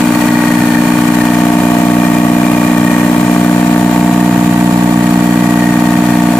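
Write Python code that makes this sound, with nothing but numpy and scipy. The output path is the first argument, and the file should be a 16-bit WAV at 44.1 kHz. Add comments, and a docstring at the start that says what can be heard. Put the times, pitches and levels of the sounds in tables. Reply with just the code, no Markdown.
"""A four-cylinder diesel generator runs outdoors at governed speed, its cover open. Throughout, the fan
rushes, the injection gear clatters, and each firing knocks the block, then booms in the exhaust, working
a fast limiter. The microphone starts by the valve gear, where a loose shield sings. By 1.5 s a panel
drones; at 2.5 s the microphone passes the loudest spot of the casing; near 4.5 s it reaches the place
where the boom is fullest, and then it drifts partway back."""
import sys
import numpy as np
from scipy.fft import rfft, irfft, next_fast_len
from scipy.io import wavfile
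from scipy.ndimage import map_coordinates

SR = 44100
rng = np.random.default_rng(int(sys.argv[2]) if len(sys.argv) > 2 else 0)


def waveform_to_disk(signal):
    """Save audio, clipped to [-1, 1], as 16-bit WAV at the path in sys.argv[1]."""
    frames = np.transpose(np.atleast_2d(signal))
    scaled = np.clip(frames, -1, 1) * 32767
    samples = np.round(scaled).astype(np.int16)
    wavfile.write(sys.argv[1], SR, samples)


N = 281799

# governed crankshaft speed: t/s, speed/rpm
CRANK_SPEED = [(0, 1803.9), (.9, 1804), (1.2, 1805.7), (3.8, 1805.5), (4.4, 1804.7), (5.2, 1805.3),
               (5.8, 1806.8), (6.39, 1807)]
# microphone path: t/s, place (0 = valve gear, 1 = fullest boom)
MIC_PLACE = [(0, 0.033), (1.1, 0.14), (1.9, 0.52), (3, 0.46), (4.3, 0.93), (4.8, 0.94), (6.39, 0.55)]
# microphone turning: t/s, lag of left behind right/ms, left minus right level/dB
MIC_TURN = [(0, 0, .9), (1.2, 0, .8), (1.7, -.09, -1), (2.7, -.09, -.3), (3.7, -.09, -.2), (4.2, .02, -.5),
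            (4.8, .13, 0), (5.7, .02, -.3), (6.39, 0, 0)]
# likeness of left and right: f/Hz, coherence
COHERENCE = [(250, 0.91), (500, 0.88), (1000, 0.87), (2000, 0.45), (4000, 0.23), (12000, 0)]
# noise spectra of air, gear hiss and knock: f/Hz, relative level/dB
AIR_SPECTRUM = [(20, -21), (70, -38), (100, -5), (135, 4), (190, 1.5), (300, -2.5), (420, -19), (800, -32),
                (2000, -33), (5000, -26.5)]
HISS_LEFT_SPECTRUM = [(800, 4), (2600, 4), (3600, -1.5), (4900, -3), (5900, -1.5), (6700, 1), (7400, -0.5),
                      (8200, -2), (11500, -5.5), (13000, -2), (15400, -3.5)]
HISS_RIGHT_SPECTRUM = [(800, 2), (2600, 5.5), (3600, -2), (4900, -4.5), (5900, -4.5), (7300, -5), (8600, 5),
                       (9600, -0.5), (11500, -3), (13000, -11), (15400, -10)]
KNOCK_SPECTRUM = [(40, -48), (150, 6.5), (330, 3.5), (480, 1), (610, 5.5), (700, -3), (780, -1), (900, 4),
                  (1010, -5), (1150, 5), (1360, -8.5), (1550, 0), (2100, -9), (3500, -12), (8000, -73)]
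# pump and valve strokes in a cycle of two turns:
# phase/cycles, rise/cycles, fall/cycles, clatter level/dB, hiss level/dB
GEAR_STROKES = [(.01, .012, .012, -7, -3), (.145, .035, .1, 0, -1), (.26, .012, .015, -5, -2),
                (.52, .02, .015, -6, -3), (.63, .03, .1, 0, 0), (.77, .025, .01, -5, -1)]
# steel fuel lines: f/Hz, bandwidth/Hz, level/dB, change along the path/dB, change at the casing/dB
FUEL_LINE_MODES = [(7220, 850, -37, 3.5, -.5), (4366, 400, -42, -5.5, -12.5)]
# manifold and covers: f/Hz, bandwidth/Hz, relative level/dB
COVER_MODES = [(1940, 180, -2), (2195, 81, -9), (2480, 350, -8), (2920, 55, -8.5), (3886, 18, 3.5),
               (4530, 11, -19.5), (4233, 13, -4.5)]
# song of the shield and drone of one panel: t/s, level/dB
SHIELD_ENVELOPE = [(0, -34), (.35, -23), (.8, -24), (2.1, -30.5), (2.65, -29.5), (2.95, -25.5),
                   (3.25, -31.5), (4.8, -29.5), (5.6, -27), (6.39, -30)]
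PANEL_ENVELOPE = [(0, -34), (.95, -32), (1.45, -21), (2.3, -21.5), (3.05, -29.5), (3.4, -20.5),
                  (4.2, -21.5), (5, -26), (6.39, -21.5)]
# partials of block and casing: f/crank rate, level/dB
BLOCK_PARTIALS = [(8.5, -29.5), (9.5, -36.5), (10.5, -31), (12, -38.5), (24, -32), (26, -43.5), (27, -37),
                  (28, -33.5), (29, -29.5), (30, -23.5), (31, -30), (32, -31)]
BLOCK_HIGH_PARTIALS = [(48, -46.5), (48.5, -36), (50, -48), (52, -43.5), (54, -41.5)]
CASING_PARTIALS = [(16, -45.5), (17, -33.5), (18, -33.5), (19, -31.5), (20, -28.5), (21, -31.5),
                   (37, -30.5), (38, -33), (39, -35.5), (41, -36.5)]
# exhaust note: f/firing rate, level/dB
EXHAUST_HARMONICS = [(1, -34.5), (2, -24), (3, -13), (4, -11.5), (5, -13.5), (6, -32.5), (7, -28)]

FIRINGS_PER_CYCLE = 4


def amp(db):
    """Amplitude ratio: tenfold for every 20 dB."""
    return 10 ** (np.asarray(db) / 20)


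def unit(x):
    """Normalisation to rms 1."""
    return x / np.sqrt(np.mean(x ** 2) + 1e-20)


def centred(x):
    """Deviation from the mean."""
    return x - x.mean()


def along(points, hz):
    """Interpolation on a logarithmic frequency axis."""
    f, values = np.transpose(points)
    return np.interp(np.log(hz + 1), np.log(f + 1), values)


def curves(rows):
    """Linear interpolation in time: one curve for each column after the first."""
    times, *columns = np.transpose(rows)
    return [np.interp(np.arange(N) / SR, times, column) for column in columns]


def wobble(rate):
    """Smooth random modulation: a spline through `rate` knots a second."""
    knots = rng.standard_normal(int(N * rate / SR) + 4)
    grid = np.arange(len(knots) * 8) / 8
    return np.interp(np.arange(N) * rate / SR, grid, map_coordinates(knots, [grid]))


def scatter(count, spread_db):
    """Log-normal variation: a new gain each time the count passes a whole number."""
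    index = np.floor(count - np.floor(count.min())).astype(int)
    return amp(spread_db * rng.standard_normal(index.max() + 1))[index]


def noise():
    """Two uncorrelated white noises."""
    return rng.standard_normal((2, N))


def filtered(x, response):
    """Linear filtering: the spectrum is multiplied by a frequency response."""
    size = next_fast_len(N + SR // 2)
    return irfft(rfft(x, size) * response(np.fft.rfftfreq(size, 1 / SR)), size)[..., :N]


def coloured(x, spectrum):
    """Spectral shaping, at rms 1."""
    return unit(filtered(x, lambda hz: amp(along(spectrum, hz))))


def spread(pair):
    """Partial coherence: two unrelated signals become left and right, alike in bass, apart in treble."""
    def weights(hz):
        angle = np.arccos(np.clip(along(COHERENCE, hz), -1, 1)) / 2
        return np.array([np.cos(angle), np.sin(angle)])

    mid, side = filtered(pair, weights)
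    return np.array([mid + side, mid - side])


def repeat(waveforms, cycle):
    """Periodicity: a pair of waveforms recurs once per engine cycle."""
    phase = np.linspace(0, 1, waveforms.shape[1], endpoint=False)
    return np.array([np.interp(cycle, phase, row, period=1) for row in waveforms])


def delayed(pair, lags_ms):
    """Propagation delay, varying in time for each channel."""
    return np.array([map_coordinates(x, [np.arange(N) - ms * SR / 1000], order=3, mode="nearest")
                     for x, ms in zip(pair, lags_ms)])


def resonance(hz, width_hz, evenness=0.24):
    """A randomly driven mode gives narrow-band noise (two signals); evenness steadies its amplitude."""
    carrier = np.exp(2j * np.pi * np.cumsum(hz * np.ones(N)) / SR)
    sway = np.array([wobble(width_hz) + 1j * wobble(width_hz) for _ in range(2)])
    return (sway / (np.abs(sway) + 1e-6) ** evenness * carrier).real


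def position_db(path_db, casing_db, closest_s=2.48, half_length_s=0.89):
    """Near field: a level varies about its mean with place on the path and nearness to the casing."""
    place, = curves(MIC_PLACE)
    nearness = np.exp(-((np.arange(N) / SR - closest_s) / half_length_s) ** 2)
    return path_db * centred(place) + casing_db * centred(nearness)


def air_rush(level_db=-23):
    """Turbulence in the fan and exhaust streams radiates broadband noise."""
    gain = amp(level_db + 0.21 * wobble(4.1) + position_db(-1.1, 0))
    return gain * spread(coloured(noise(), AIR_SPECTRUM))


def stroke(count, phase, rise, fall):
    """Periodic excitation: an exponential rise and fall once per count, timed in fractions of it."""
    age = (count - phase + .5) % 1 - .5
    return np.exp(np.minimum(age / rise, -age / fall)) * scatter(count - phase + .5, 1)


def gear_vibration(cycle, floor, hissing=False):
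    """Incoherent addition: pump and valve strokes sum in power over a steady floor."""
    power = sum((amp(hiss_db if hissing else clatter_db) * stroke(cycle, *timing)) ** 2
                for *timing, clatter_db, hiss_db in GEAR_STROKES)
    return unit(np.sqrt(floor ** 2 + power))


def gear_hiss(cycle, left_db=8, right_db=4):
    """Brief contacts have broad spectra: many tiny metal impacts merge into a hiss."""
    grains = amp([wobble(830), wobble(900)])
    left, right = gear_vibration(cycle, floor=1, hissing=True) * grains * noise()
    return np.array([amp(left_db) * coloured(left, HISS_LEFT_SPECTRUM),
                     amp(right_db) * coloured(right, HISS_RIGHT_SPECTRUM)])


def valve_tick(cycle, gain_db=-5.5, left_db=-1, right_db=-10):
    """Impact noise: one valve on the left ticks brightly once a cycle."""
    burst = stroke(cycle, phase=.773, rise=.025, fall=.035) * noise()
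    tick = coloured(burst, [(5000, -14), (11000, -18), (13200, -2), (15400, -12)])
    return amp(gain_db + position_db(1, .99)) * tick * amp([[left_db], [right_db]])


def fuel_lines(cycle, floor=0.31):
    """Pulse excitation: once a turn the injected fuel rings the steel lines."""
    pulse = floor + stroke(2 * cycle, phase=.25, rise=.06, fall=.1)
    return sum(amp(db + position_db(*changes_db)) * unit(resonance(hz, width_hz) * pulse)
               for hz, width_hz, db, *changes_db in FUEL_LINE_MODES)


def loose_shield(cycle, centre_hz=1862, wander_hz=16, lean_db=2):
    """Sympathetic vibration: the gear keeps a loose metal shield singing at a wandering pitch."""
    level_db, = curves(SHIELD_ENVELOPE)
    hz = centre_hz + wander_hz * wobble(3)
    song = unit(spread(resonance(hz, width_hz=125) * gear_vibration(cycle, floor=.38)))
    return amp(level_db + 1.5 * wobble(4.2)) * song * amp([[lean_db], [-lean_db]])


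def cover_clatter(cycle, covers_db=-32, rocker_db=-32.5, rocker_hz=2413):
    """Modal superposition: the gear rattles all covers; the rocker cover clacks its note once a turn."""
    def modes(f):
        return sum(amp(db) * 1j * f * width / (hz * hz - f * f + 1j * f * width)
                   for hz, width, db in COVER_MODES)

    rattle = unit(spread(filtered(gear_vibration(cycle, floor=.75) * noise(), modes)))
    clack = unit(spread(resonance(rocker_hz, width_hz=140) * gear_vibration(cycle, floor=.28)))
    return (amp(covers_db + position_db(-1.5, -1.9)) * rattle
            + amp(rocker_db + position_db(-7.5, 3.9)) * clack)


def cover_echo(pair, echo_ms=.9, drift_ms=.04, strength=.2):
    """Comb filtering: the open steel cover adds a reflection whose path shifts with the microphone."""
    lags_ms = echo_ms + drift_ms * np.array([wobble(0.72), wobble(1.0)])
    return (pair + strength * delayed(pair, lags_ms)) / np.hypot(1, strength)


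def firing_force(cycle, floor=0.12, slap=0.66):
    """Impulsive forcing: combustion strikes the block, then the piston slaps its bore."""
    lead, rise, fall, slap_lag = .09, .04, .11, .23  # in firing periods
    hit = lambda age: (1 - np.exp(-age / rise)) * np.exp(-age / fall)
    firings = FIRINGS_PER_CYCLE * cycle + lead
    return unit(floor + hit(firings % 1) + slap * hit((firings - slap_lag) % 1))


def block_ringing(cycle, panel_order=23, size=2048):
    """Forced vibration: the firings drive block, casing and a panel at harmonics of the cycle rate."""
    force = firing_force(np.arange(size) / size)
    blows = rfft(force ** 2 * rng.standard_normal((2, size)))
    phasors = np.exp(1j * np.angle(blows)) * size / np.sqrt(2)

    def ring(partials, gain_db):
        """Fourier synthesis with the phases of the blows."""
        spectrum = np.zeros(size // 2 + 1)
        for order, db in partials:
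            spectrum[round(2 * order)] = amp(db)  # two turns to a cycle
        return amp(gain_db) * repeat(irfft(phasors * spectrum), cycle)

    panel = ring([(panel_order, 0)], curves(PANEL_ENVELOPE)[0] + 1.05 * wobble(12))
    block = ring(BLOCK_PARTIALS, position_db(.48, -.91) - 0.66 * wobble(2.29))
    block += ring(BLOCK_HIGH_PARTIALS, position_db(-7.5, -8))
    casing = ring(CASING_PARTIALS, position_db(-1.2, 3.1))
    return spread((block + casing + panel) * scatter(FIRINGS_PER_CYCLE * cycle, spread_db=.2))


def combustion_knock(cycle, recurring_db=-22.5, chance_db=-23):
    """Cyclostationary noise: each cylinder repeats its own signature, yet no two firings are alike."""
    signature = repeat(rng.standard_normal((2, 2940)), cycle)
    force = firing_force(cycle) * scatter(FIRINGS_PER_CYCLE * cycle, spread_db=1)
    recurring = amp(recurring_db) * coloured(force * signature, KNOCK_SPECTRUM)
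    chance = amp(chance_db) * coloured(force * noise(), KNOCK_SPECTRUM)
    return amp(position_db(-1.8, .6)) * spread(recurring + chance)


def exhaust_boom(cycle, delay_periods=0.2384):
    """Harmonic series of a pulse train: each firing leaves the silencer as a boom, after the knock."""
    firings = FIRINGS_PER_CYCLE * cycle
    standing_wave_db = position_db(5.8, -.45)
    boom = np.zeros(N)
    for harmonic, db in EXHAUST_HARMONICS:
        if harmonic <= 3:  # the longest waves swell and fade with the place of the microphone
            db = db + standing_wave_db
        boom -= np.sqrt(2) * amp(db) * np.sin(2 * np.pi * harmonic * (firings - delay_periods))
    return boom * scatter(firings + 0.37, spread_db=1.14)


def scene():
    """Superposition: the crankshaft times the engine's sounds; the microphone's place sets the balance."""
    rpm, = curves(CRANK_SPEED)
    cycle = np.cumsum(rpm / 120) / SR - .094  # engine cycles elapsed, two turns each
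    boom = exhaust_boom(cycle)
    block = block_ringing(cycle) + combustion_knock(cycle)
    ticking_gain = amp(-29.5 + position_db(-3.4, -.35) + 0.15 * wobble(15))
    ticking = ticking_gain * (gear_hiss(cycle) + valve_tick(cycle))
    metal = cover_echo(cover_clatter(cycle) + ticking + fuel_lines(cycle)) + loose_shield(cycle)
    lag_ms, pan_db = curves(MIC_TURN)
    sides = np.array([[.5], [-.5]])
    return delayed(boom + block + air_rush(), sides * lag_ms) * amp(sides * pan_db) + metal


def record(dry, drive_db=2.5, ceiling=1.0, release_s=0.017, top_hz=15520):
    """Peak limiting: the gain drops at once on each peak and recovers quickly; a low-pass follows."""
    driven = dry * amp(drive_db)
    excess = np.maximum(np.log(np.abs(driven).max(axis=0) / ceiling + 1e-9), 1e-9)  # nepers
    decay = np.arange(N) / SR / release_s
    reduction = np.exp(np.maximum.accumulate(np.log(excess) + decay) - decay)  # decaying peak hold
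    return filtered(driven * np.exp(-reduction), lambda hz: hz < top_hz)


dry = scene()
out = record(dry)
waveform_to_disk(out)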